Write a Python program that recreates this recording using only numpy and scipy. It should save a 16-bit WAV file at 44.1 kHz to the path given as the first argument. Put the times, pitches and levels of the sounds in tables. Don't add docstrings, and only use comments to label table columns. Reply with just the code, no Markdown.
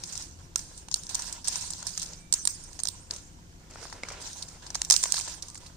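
import sys
import numpy as np
from scipy import signal
from scipy.fft import rfft, irfft, next_fast_len
from scipy.io import wavfile
from scipy.ndimage import uniform_filter1d, map_coordinates

SR = 44100
rng = np.random.default_rng(int(sys.argv[2]) if len(sys.argv) > 2 else 0)


def generate_wav(signal):
    frames = np.transpose(np.atleast_2d(signal))
    scaled = np.clip(frames, -1, 1) * 32767
    pcm = np.round(scaled).astype(np.int16)
    wavfile.write(sys.argv[1], SR, pcm)


N = 254376

# pitch_hz, gain_db
SPLINTER = [(1500, -36.5), (2600, -17.5), (4000, -3.5), (5500, -6), (7000, -7), (9000, 2.5), (12000, 10),
            (16000, -8)]
# pitch_hz, width_hz, gain_db (before the layer's level)
WAFER_MODES = [(537, 690, -7), (994, 132, 6.5), (1362, 83, 5), (1648, 230, 2), (2680, 810, 5.5),
               (3400, 6300, -1)]
# pitch_hz, width_hz, gain_db (before the layer's level)
WHOLE_MODES = [(430, 390, -1.5), (1445, 220, -2), (2070, 880, -8)]
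# start_s, hold_s, fizz_db, small_pieces_db, whole_wafer_db, left_right_tilt_db
GRIPS = [(0.0, 0.23, -42, -57.5, -63, 0.5), (0.308, 0.11, -54.5, -80, -70, 3),
         (0.565, 0.23, -50.5, -66.5, -70, -2), (0.964, 0.11, -49, -68, -76, 8),
         (1.094, 0.11, -37.5, -51.5, -80, -1.5), (1.225, 0.075, -37.5, -48.5, -71, 0.5),
         (1.449, 0.13, -34.5, -48, -72, 2.5), (1.607, 0.125, -36, -60, -77, 3),
         (1.782, 0.06, -42, -55, -74, 7), (1.85, 0.15, -38, -55, -74, -1.5),
         (2.036, 0.1, -45.5, -65, -61, 6), (2.579, 0.38, -54.5, -69, -69, 0),
         (2.847, 0.13, -55, -63.5, -79, -4), (3.104, 0.064, -44.5, -63, -57, 2),
         (3.602, 0.04, -60, -75, -61, 6), (3.702, 0.056, -49.5, -65, -57, 3),
         (3.771, 0.1, -49.5, -55.5, -54, 2.5), (3.913, 0.05, -55, -58.5, -52.5, 9),
         (4.03, 0.17, -56, -50.5, -51.5, 9), (4.202, 0.18, -41.5, -55.5, -61, 1.5),
         (4.412, 0.15, -52, -70, -61.5, 3.5), (4.625, 0.22, -53.5, -58, -61.5, -2),
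         (4.93, 0.11, -35.5, -54.5, -77, -2), (5.074, 0.24, -39.5, -51.5, -78, 1.5),
         (5.428, 0.034, -45, -63.5, -60.5, -2), (5.602, 0.052, -52.5, -64, -60.5, -4)]


def amp(db):
    return 10 ** (np.asarray(db) / 20)


def unit(x):
    return x / np.sqrt(np.mean(x ** 2, axis=-1, keepdims=True) + 1e-20)


def along(points, hz):
    f, v = np.transpose(points)
    return np.interp(np.log(hz + 1), np.log(f + 1), v)


def filtered(x, response):
    m = next_fast_len(x.shape[-1] * 9 // 8 + 1024)
    spectrum = rfft(x, m) * response(np.fft.rfftfreq(m, 1 / SR))
    return irfft(spectrum, m)[..., :x.shape[-1]]


def causal(points):
    def response(hz):
        cepstrum = irfft(np.log(amp(along(points, hz))))
        half = len(cepstrum) // 2
        cepstrum[1:half] *= 2
        cepstrum[half + 1:] = 0
        return np.exp(rfft(cepstrum))
    return response


def peak(f, hz, width_hz):
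    return 1j * f * width_hz / (hz * hz - f * f + 1j * f * width_hz + 1e-9)


def resonances(modes):
    return lambda f: sum((-1) ** k * amp(db) * peak(f, hz, width)
                         for k, (hz, width, db) in enumerate(modes))


def wobble(rate):
    knots = rng.standard_normal(int(N * rate / SR) + 4)
    return map_coordinates(knots, [np.arange(N) * rate / SR])


def patchy(x, depth_db):
    z = signal.stft(x, nperseg=256)[2]
    field = uniform_filter1d(rng.standard_normal(z.shape[-2:]), size=5, axis=0)
    field = uniform_filter1d(field, size=9, axis=1)
    return signal.istft(z * amp(depth_db * field / field.std()), nperseg=256)[1][..., :N]


def placed(s, rows):
    at = np.round(s * SR).astype(int)[:, None] + np.arange(rows.shape[1])
    return np.bincount(at.ravel(), rows.ravel(), N + SR)[:N]


def rumble():
    # (relative, per Hz)
    rumble_colour = [(15, -11), (25, 0.5), (151, -9.5), (193, -14.5), (340, -16), (446, -26), (504, -21.5),
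                     (614, -32), (678, -24), (786, -27.5), (2760, -34.5), (3050, -31), (3440, -36.5),
                     (9000, -34.5), (11700, -40), (19800, -120)]
    # pitch_hz, likeness (-1 to 1)
    likeness = [(60, 0.88), (180, 0.87), (550, 0.49), (1650, -0.95), (4970, 0.083), (15000, 0.47)]

    def mid_side(hz):
        turn = np.arccos(np.clip(along(likeness, hz), -1, 1)) / 2
        return amp(along(rumble_colour, hz)) * [np.cos(turn), np.sin(turn)]

    mid, side = filtered(rng.standard_normal((2, N)), mid_side)
    return amp(-50) * unit(np.array([mid + side, mid - side]))


def hum():
    # pitch_hz, width_hz (of each of two filter passes), level_db (before swells and drift)
    hum_bands = [(44.7, 11, -58), (85, 18.5, -58.5), (165.4, 28, -61.5)]
    # centre_s, length_s, rise_db
    hum_swells = [
        [(1.25, 0.2, 6.5), (4.8, 0.18, 6)],
        [(0.4, 0.35, 3.5), (3.15, 0.2, 9.5)],
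        [(2.0, 0.29, 6), (3.4, 0.2, 3.5)],
    ]
    t = np.arange(N) / SR
    total = 0
    for (hz, width, db), swells in zip(hum_bands, hum_swells):
        band = unit(filtered(rng.standard_normal(N), lambda f: peak(f, hz, width) ** 2))
        swell_db = sum(rise_db * np.exp(-((t - s) / length) ** 2) for s, length, rise_db in swells)
        drift_db = 1 * wobble(2.515)
        total = total + band * amp(db + swell_db + drift_db)
    return total


def grains(count, low_hz, high_hz, cycles, spread_db, clump_db):
    at, pitch, size, left, right = rng.random((count, 5)).T
    s = at * N / SR
    clump = map_coordinates(rng.standard_normal(N * 70 // SR + 4), [s * 70])
    turns = (low_hz * (high_hz / low_hz) ** pitch)[:, None] * np.arange(200) / SR
    size_db = -spread_db * np.log(size + .003) + clump_db * clump
    decay = amp(size_db)[:, None] * np.exp(-turns / cycles)
    ports = [placed(s, decay * np.sin(2 * np.pi * (turns + phase[:, None]))) for phase in (left, right)]
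    return unit(np.array(ports))


def pressure(db):
    attack_s, let_go_db_per_s = 0.006, 150
    start, hold = np.transpose(GRIPS)[:2, :, None]
    t = np.arange(0, N + 64, 64) / SR - start
    attack = np.clip(1 + t / attack_s, 0, 1)
    shape = attack * amp(-let_go_db_per_s * np.clip(t - hold, 0, None))
    return np.repeat(np.linalg.norm(amp(db)[:, None] * shape, axis=0), 64)[:N]


def rubbing():
    uneven_db, rest_db = 3.5, -64.5
    fizz_db, small_db, whole_db, tilt_db = np.transpose(GRIPS)[2:]

    def level(db):
        return pressure(db) * amp(uneven_db * wobble(18))

    hiss = unit(filtered(rng.standard_normal((2, N)), causal(SPLINTER)))
    crackle = grains(count=12000, low_hz=4600, high_hz=10400, cycles=1.05, spread_db=-0.5, clump_db=1.5)
    fizz = unit(patchy(crackle + 2.62 * hiss, depth_db=3.0))
    body = grains(count=4000, low_hz=408, high_hz=2850, cycles=1.9, spread_db=3.0, clump_db=4.5)
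    body = body + 3.3 * rng.standard_normal((2, N))
    body = patchy(body + 0.15 * body[::-1], depth_db=3.0)
    small = unit(filtered(body, resonances(WAFER_MODES)))
    slide = rng.standard_normal((2, N)) + 2.1 * rng.standard_normal(N)
    whole = unit(filtered(patchy(slide, depth_db=0.0), resonances(WHOLE_MODES)))
    fizz_levels = [level(fizz_db - 0.5 + tilt_db / 2), level(fizz_db + 2.0 - tilt_db / 2)]
    return fizz * fizz_levels + small * (level(small_db) + amp(rest_db)) + whole * level(whole_db)


def crumbs():
    count, over_fizz_db, spread_db = 130, 6.5, 4
    knock_db, t60_s, pan_db = -19, 0.021, 7
    at, size, pitch, length, side = rng.random((count, 5)).T
    start, hold, fizz_db, _, _, tilt_db = np.transpose(GRIPS)
    held = np.cumsum(hold)
    k = np.searchsorted(held, at * held[-1])
    s = start[k] + held[k] - at * held[-1]
    db = fizz_db[k] + over_fizz_db - spread_db * np.log(size + 0.019)
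    return np.transpose([s, db, np.full(count, knock_db), 5000 * 1.6 ** pitch,
                         t60_s * (.5 + length), tilt_db[k] + pan_db * (2 * side - 1)])


def bursts(rise, t60, size):
    t = np.arange(size) / SR - rise[:, None]
    z = rng.standard_normal((len(t60), 2, size))
    lumps = amp(3.34 * unit(uniform_filter1d(z[:, 1], 24)))
    envelope = np.where(t < 0, 1 + t / rise[:, None], amp(-60 * np.abs(t) / t60[:, None]))
    return z[:, 0] * lumps * envelope


def sized(rows, db, seconds):
    gain = amp(db) * np.sqrt(seconds * SR)
    return rows / np.linalg.norm(rows, axis=1, keepdims=True) * gain[:, None]


def breaks(rows, knock_hz, body, body_db):
    s, db, knock_db, shard_hz, t60, pan_db = np.transpose(rows)
    t60 = np.clip(t60, .004, .08)
    rise = np.clip(0.0008 + 0.02 * t60, .0002, .02)
    extra_hz = 3800 * 2.68 ** rng.random((len(s), 3))
    weights_db = 5 * rng.standard_normal((len(s), len(body), 1))
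    bending = resonances([(hz, width, level + body_db + weights_db[:, k])
                          for k, (hz, width, level) in enumerate(body)])

    def bright(f):
        extra = sum(peak(f, hz[:, None], 370) for hz in extra_hz.T)
        modes = peak(f, shard_hz[:, None], 1600) + 0.12 * extra
        return causal(SPLINTER)(f) * (0.43 + modes)

    def dull(f):
        return bending(f) - peak(f, knock_hz[:, None], 330)

    short = np.minimum(0.97 * t60, .015)

    def push():
        return bursts(0.67 * rise, short, size=2000)

    common = push()

    def crack(side):
        splinters = filtered(bursts(rise, t60, size=2000), bright)
        return sized(splinters, db + side * pan_db / 2, 0.023 * (t60 + 4 * rise))

    def knock():
        thud = filtered(common + 0.66 * push(), dull)
        return sized(thud, db + knock_db, 0.026 * (short + 0.78 * rise + 0.0014))

    direct = [placed(s, crack(side) + knock()) for side in (1, -1)]
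    clicks = placed(s + rise, (amp(db) * np.sqrt((t60 + 4 * rise) * SR / 60))[:, None])
    return np.array(direct), clicks


def kitchen(x, count=4):
    # pitch_hz, t60_s
    room_decay = [(500, 0.19), (3000, 0.45), (5000, 0.54), (8000, 0.81), (15000, 0.22)]
    hz, t, z = signal.stft(rng.standard_normal((count, 2, SR * 3 // 4)), SR, nperseg=256)
    tails = signal.istft(z * amp(-60 * t / along(room_decay, hz)[:, None]), SR, nperseg=256)[1]
    turn = np.arange(N) * 25 // SR % count
    late = np.pad(x, ((0, 0), (480, 0)))[:, :N]
    total = 0
    for k in range(count):
        tail = tails[k] / np.linalg.norm(tails[k, 0])
        total = total + signal.fftconvolve(late * (turn == k), tail, axes=1)[:, :N]
    return total


def snaps():
    # start_s, level_db, knock_db (re level), shard_hz, t60_s (clipped in breaks),
    # left_minus_right_db (of the splintering)
    fractures = [(0.0355, -20, -15, 5100, 0.03, 6), (0.123, -27, -27, 6600, 0.096, -3),
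                 (0.1519, -25.5, -13.5, 6500, 0.072, 10), (0.176, -21, -26, 6350, 0.011, -12),
                 (0.222, -26.5, -28, 6340, 0.034, -2), (0.558, -3.5, -17.5, 6800, 0.013, -1.5),
                 (0.591, -21.5, -16.5, 6545, 0.026, 2), (0.7746, -27, -30, 8450, 0.12, 7),
                 (0.8845, -29, -2.5, 5700, 0.013, -6), (0.913, -16, -17, 6300, 0.02, 9),
                 (0.9218, -26.5, -14, 5800, 0.051, 16), (0.9413, -3, -28, 5360, 0.011, 0),
                 (0.958, -22, -14, 6670, 0.026, 7), (1.0341, -30, -22, 5380, 0.019, -11.5),
                 (1.067, -22, -40, 6290, 0.011, 0), (1.091, -22.5, -19, 6120, 0.044, -2),
                 (1.1451, -14.5, -36, 6470, 0.027, -7), (1.151, -6.5, -26.5, 6600, 0.013, -1),
                 (1.1916, -23, -7.5, 6103, 0.098, -3), (1.2196, -19, -22, 6900, 0.036, 3),
                 (1.325, -16, -31, 7400, 0.035, 2), (1.4435, -23.5, -23, 5310, 0.021, -1),
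                 (1.473, -17, -14, 5727, 0.055, -4), (1.4811, -7, -18, 8150, 0.028, -1),
                 (1.5226, -22, -19, 6200, 0.1, -1), (1.556, -16, -12.5, 6060, 0.034, 6),
                 (1.621, -23, -19, 6600, 0.039, 10), (1.7038, -14.5, -25, 7460, 0.028, 2),
                 (1.7251, -25, -31, 7400, 0.018, 15), (1.734, -17.5, -25, 5428, 0.016, 2),
                 (1.8262, -20, -11, 7350, 0.017, 5), (1.867, -18, -16, 5500, 0.074, -4.5),
                 (1.8905, -24, -19, 5970, 0.035, -1), (1.9759, -12.5, -17.5, 6400, 0.021, 0),
                 (1.996, -18, -34, 6460, 0.015, 1), (2.0172, -15, -26, 6540, 0.014, 12),
                 (2.0212, -18, -20, 6240, 0.015, -4), (2.028, -16.5, -21, 5800, 0.039, 0),
                 (2.0587, -27, -19, 5400, 0.032, 8), (2.3249, -6, -23, 6680, 0.021, -8.5),
                 (2.3378, -1.5, -27, 6900, 0.018, 2), (2.4517, -6, -23, 9600, 0.017, -7),
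                 (2.473, -1.5, -25.5, 7150, 0.02, 2.5), (2.6378, -34, -27, 9100, 0.029, -16),
                 (2.73, -29.5, -20, 6500, 0.019, 4), (2.79, -23.5, -9, 6330, 0.043, 9),
                 (2.799, -23.5, -11.5, 6400, 0.027, -9), (2.834, -8, -30, 8600, 0.012, -2.5),
                 (2.8529, -13.5, -19, 5300, 0.017, -1), (2.872, -10, -24, 5300, 0.0067, -6),
                 (2.885, -13.5, -17, 4750, 0.014, -15.5), (3.1087, -10.5, -22.5, 5300, 0.0098, 9),
                 (3.134, -28.5, -6, 6400, 0.055, 7), (3.182, -36.5, -6, 6300, 0.056, 14),
                 (4.213, -27, -19, 8950, 0.06, 7), (4.422, -20.5, -32, 4250, 0.052, 4),
                 (4.484, -27, -21, 7000, 0.024, 9), (4.664, -28.5, -5, 4600, 0.06, 4),
                 (4.703, -25, -5, 5430, 0.029, 4), (4.745, -18, -14, 5530, 0.067, 0.5),
                 (4.753, -16.5, -5, 5460, 0.021, -8), (4.8164, -6, -16.5, 5660, 0.01, 4.5),
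                 (4.848, -15.5, -36, 6300, 0.019, -1), (4.9001, -1, -23, 6100, 0.012, -11),
                 (4.9076, 7, -24, 6330, 0.017, 2), (4.92, -3, -17.5, 6600, 0.056, -1),
                 (4.9264, -9, -30, 6400, 0.02, 5), (4.939, -12.5, -5.5, 5520, 0.019, -14),
                 (4.9633, -0.5, -23.5, 6940, 0.0095, -6), (5.0277, -11.5, -18, 6400, 0.073, -3),
                 (5.0367, -2.5, -19, 6800, 0.012, 0), (5.0552, -27, 6, 5900, 0.17, 3),
                 (5.1215, -1.5, -22, 5880, 0.0091, -5.5), (5.14, -15.5, -6, 4860, 0.065, 0),
                 (5.1552, -23, -12, 5410, 0.11, -12), (5.165, -16.5, -11, 4430, 0.087, 4),
                 (5.178, -18, -6.5, 6860, 0.089, -1), (5.19, -22, -11, 5560, 0.024, -12),
                 (5.198, -21.5, -7, 7130, 0.031, -4), (5.2096, -23.5, -2.5, 5860, 0.05, -8),
                 (5.28, -24, -7, 7400, 0.045, 1.5), (5.423, -19.5, -34, 5100, 0.025, -2),
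                 (5.4826, -27, -26, 6800, 0.033, 4), (5.5, -25, -35, 7620, 0.015, 5),
                 (5.5445, -28, -20, 7000, 0.025, 1), (5.553, -31, -3, 5700, 0.065, -3.5),
                 (5.574, -28.5, -14, 7100, 0.037, 0), (5.6614, -34, -7, 4540, 0.084, -2)]
    # start_s, level_db, knock_db (re level),
    # t60_s (clipped in breaks), knock_hz
    lifting = [(3.7567, -46, 15.5, 0.018, 1280), (3.828, -39, 4.5, 0.054, 1410),
               (3.852, -42, 11, 0.019, 1170), (3.898, -33, -8, 0.058, 1094), (3.925, -29.5, 2, 0.058, 1045),
               (4.0337, -23.5, 5, 0.012, 2200), (4.0505, -39, 6, 0.021, 2100),
               (4.085, -24, -6, 0.045, 1360), (4.102, -34, 4, 0.044, 2110), (4.118, -31.5, -3, 0.098, 2180)]
    # pitch_hz, gain_db
    answer_colour = [(300, -41), (1000, -22), (2500, -24.5), (4000, -21.5), (5500, -15.5), (7000, -17),
                     (9000, -11), (14000, -6)]
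    small = np.vstack([fractures, crumbs()])
    small_hz = 1000 * np.exp(0.17 * rng.standard_normal(len(small)))
    lifted_shard_hz, lifted_pan_db = 5300, 2.5
    lifted = [(s, db, knock_db, lifted_shard_hz, t60, lifted_pan_db) for s, db, knock_db, t60, _ in lifting]
    small_direct, small_clicks = breaks(small, small_hz, WAFER_MODES, body_db=-3.5)
    whole_direct, whole_clicks = breaks(lifted, np.transpose(lifting)[4], WHOLE_MODES, body_db=-8.5)
    clicks = filtered(small_clicks + whole_clicks, causal(answer_colour))
    return small_direct + whole_direct + patchy(kitchen(clicks[None]), depth_db=4.1)


def tones():
    # start_s, end_s, level_db (sine peak on the right, before wavering), pitch_hz
    far_tones = [(2.06, 2.42, -61, 2326), (2.15, 2.36, -70, 3725), (5.4, 5.63, -64, 1190),
                 (5.61, 5.76, -66, 1262), (5.5, 5.74, -67, 2003)]
    t = np.arange(N) / SR
    total = 0
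    for start, end, db, hz in far_tones:
        arch = np.sin(np.pi * np.clip((t - start) / (end - start), 0, 1))
        swell = np.sqrt(np.clip(arch, 0, 1))
        waver = amp(1.5 * wobble(25))
        total = total + amp(db) * swell * waver * np.sin(2 * np.pi * hz * t)
    return amp([[-8], [0]]) * total


def scene():
    return snaps() + rubbing() + tones() + rumble() + hum()


def record(dry):
    # pitch_hz, gain_db
    left_colour = [(60, -2), (700, 0), (3000, -3.5), (6300, 4), (7500, 2.5), (8100, -18), (8700, -11),
                   (9600, -65), (11000, -61), (13500, -35), (15200, -31), (16000, -40)]
    right_colour = [(60, -4.5), (700, 0.5), (3000, -0.5), (6300, 6), (8800, 1.5), (9600, -7), (10500, -27),
                    (13500, -21), (15300, -12), (16000, -39)]
    sides = filtered(dry, lambda hz: np.array([causal(left_colour)(hz), causal(right_colour)(hz)]))
    hiss = amp(-69.0) * filtered(rng.standard_normal(dry.shape), lambda hz: hz < 15500)
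    rounded = sides / (1 + np.abs(sides / .8) ** 6) ** (1 / 6)
    return filtered(rounded + hiss, lambda hz: hz < 16600)


dry = scene()
out = record(dry)
generate_wav(out)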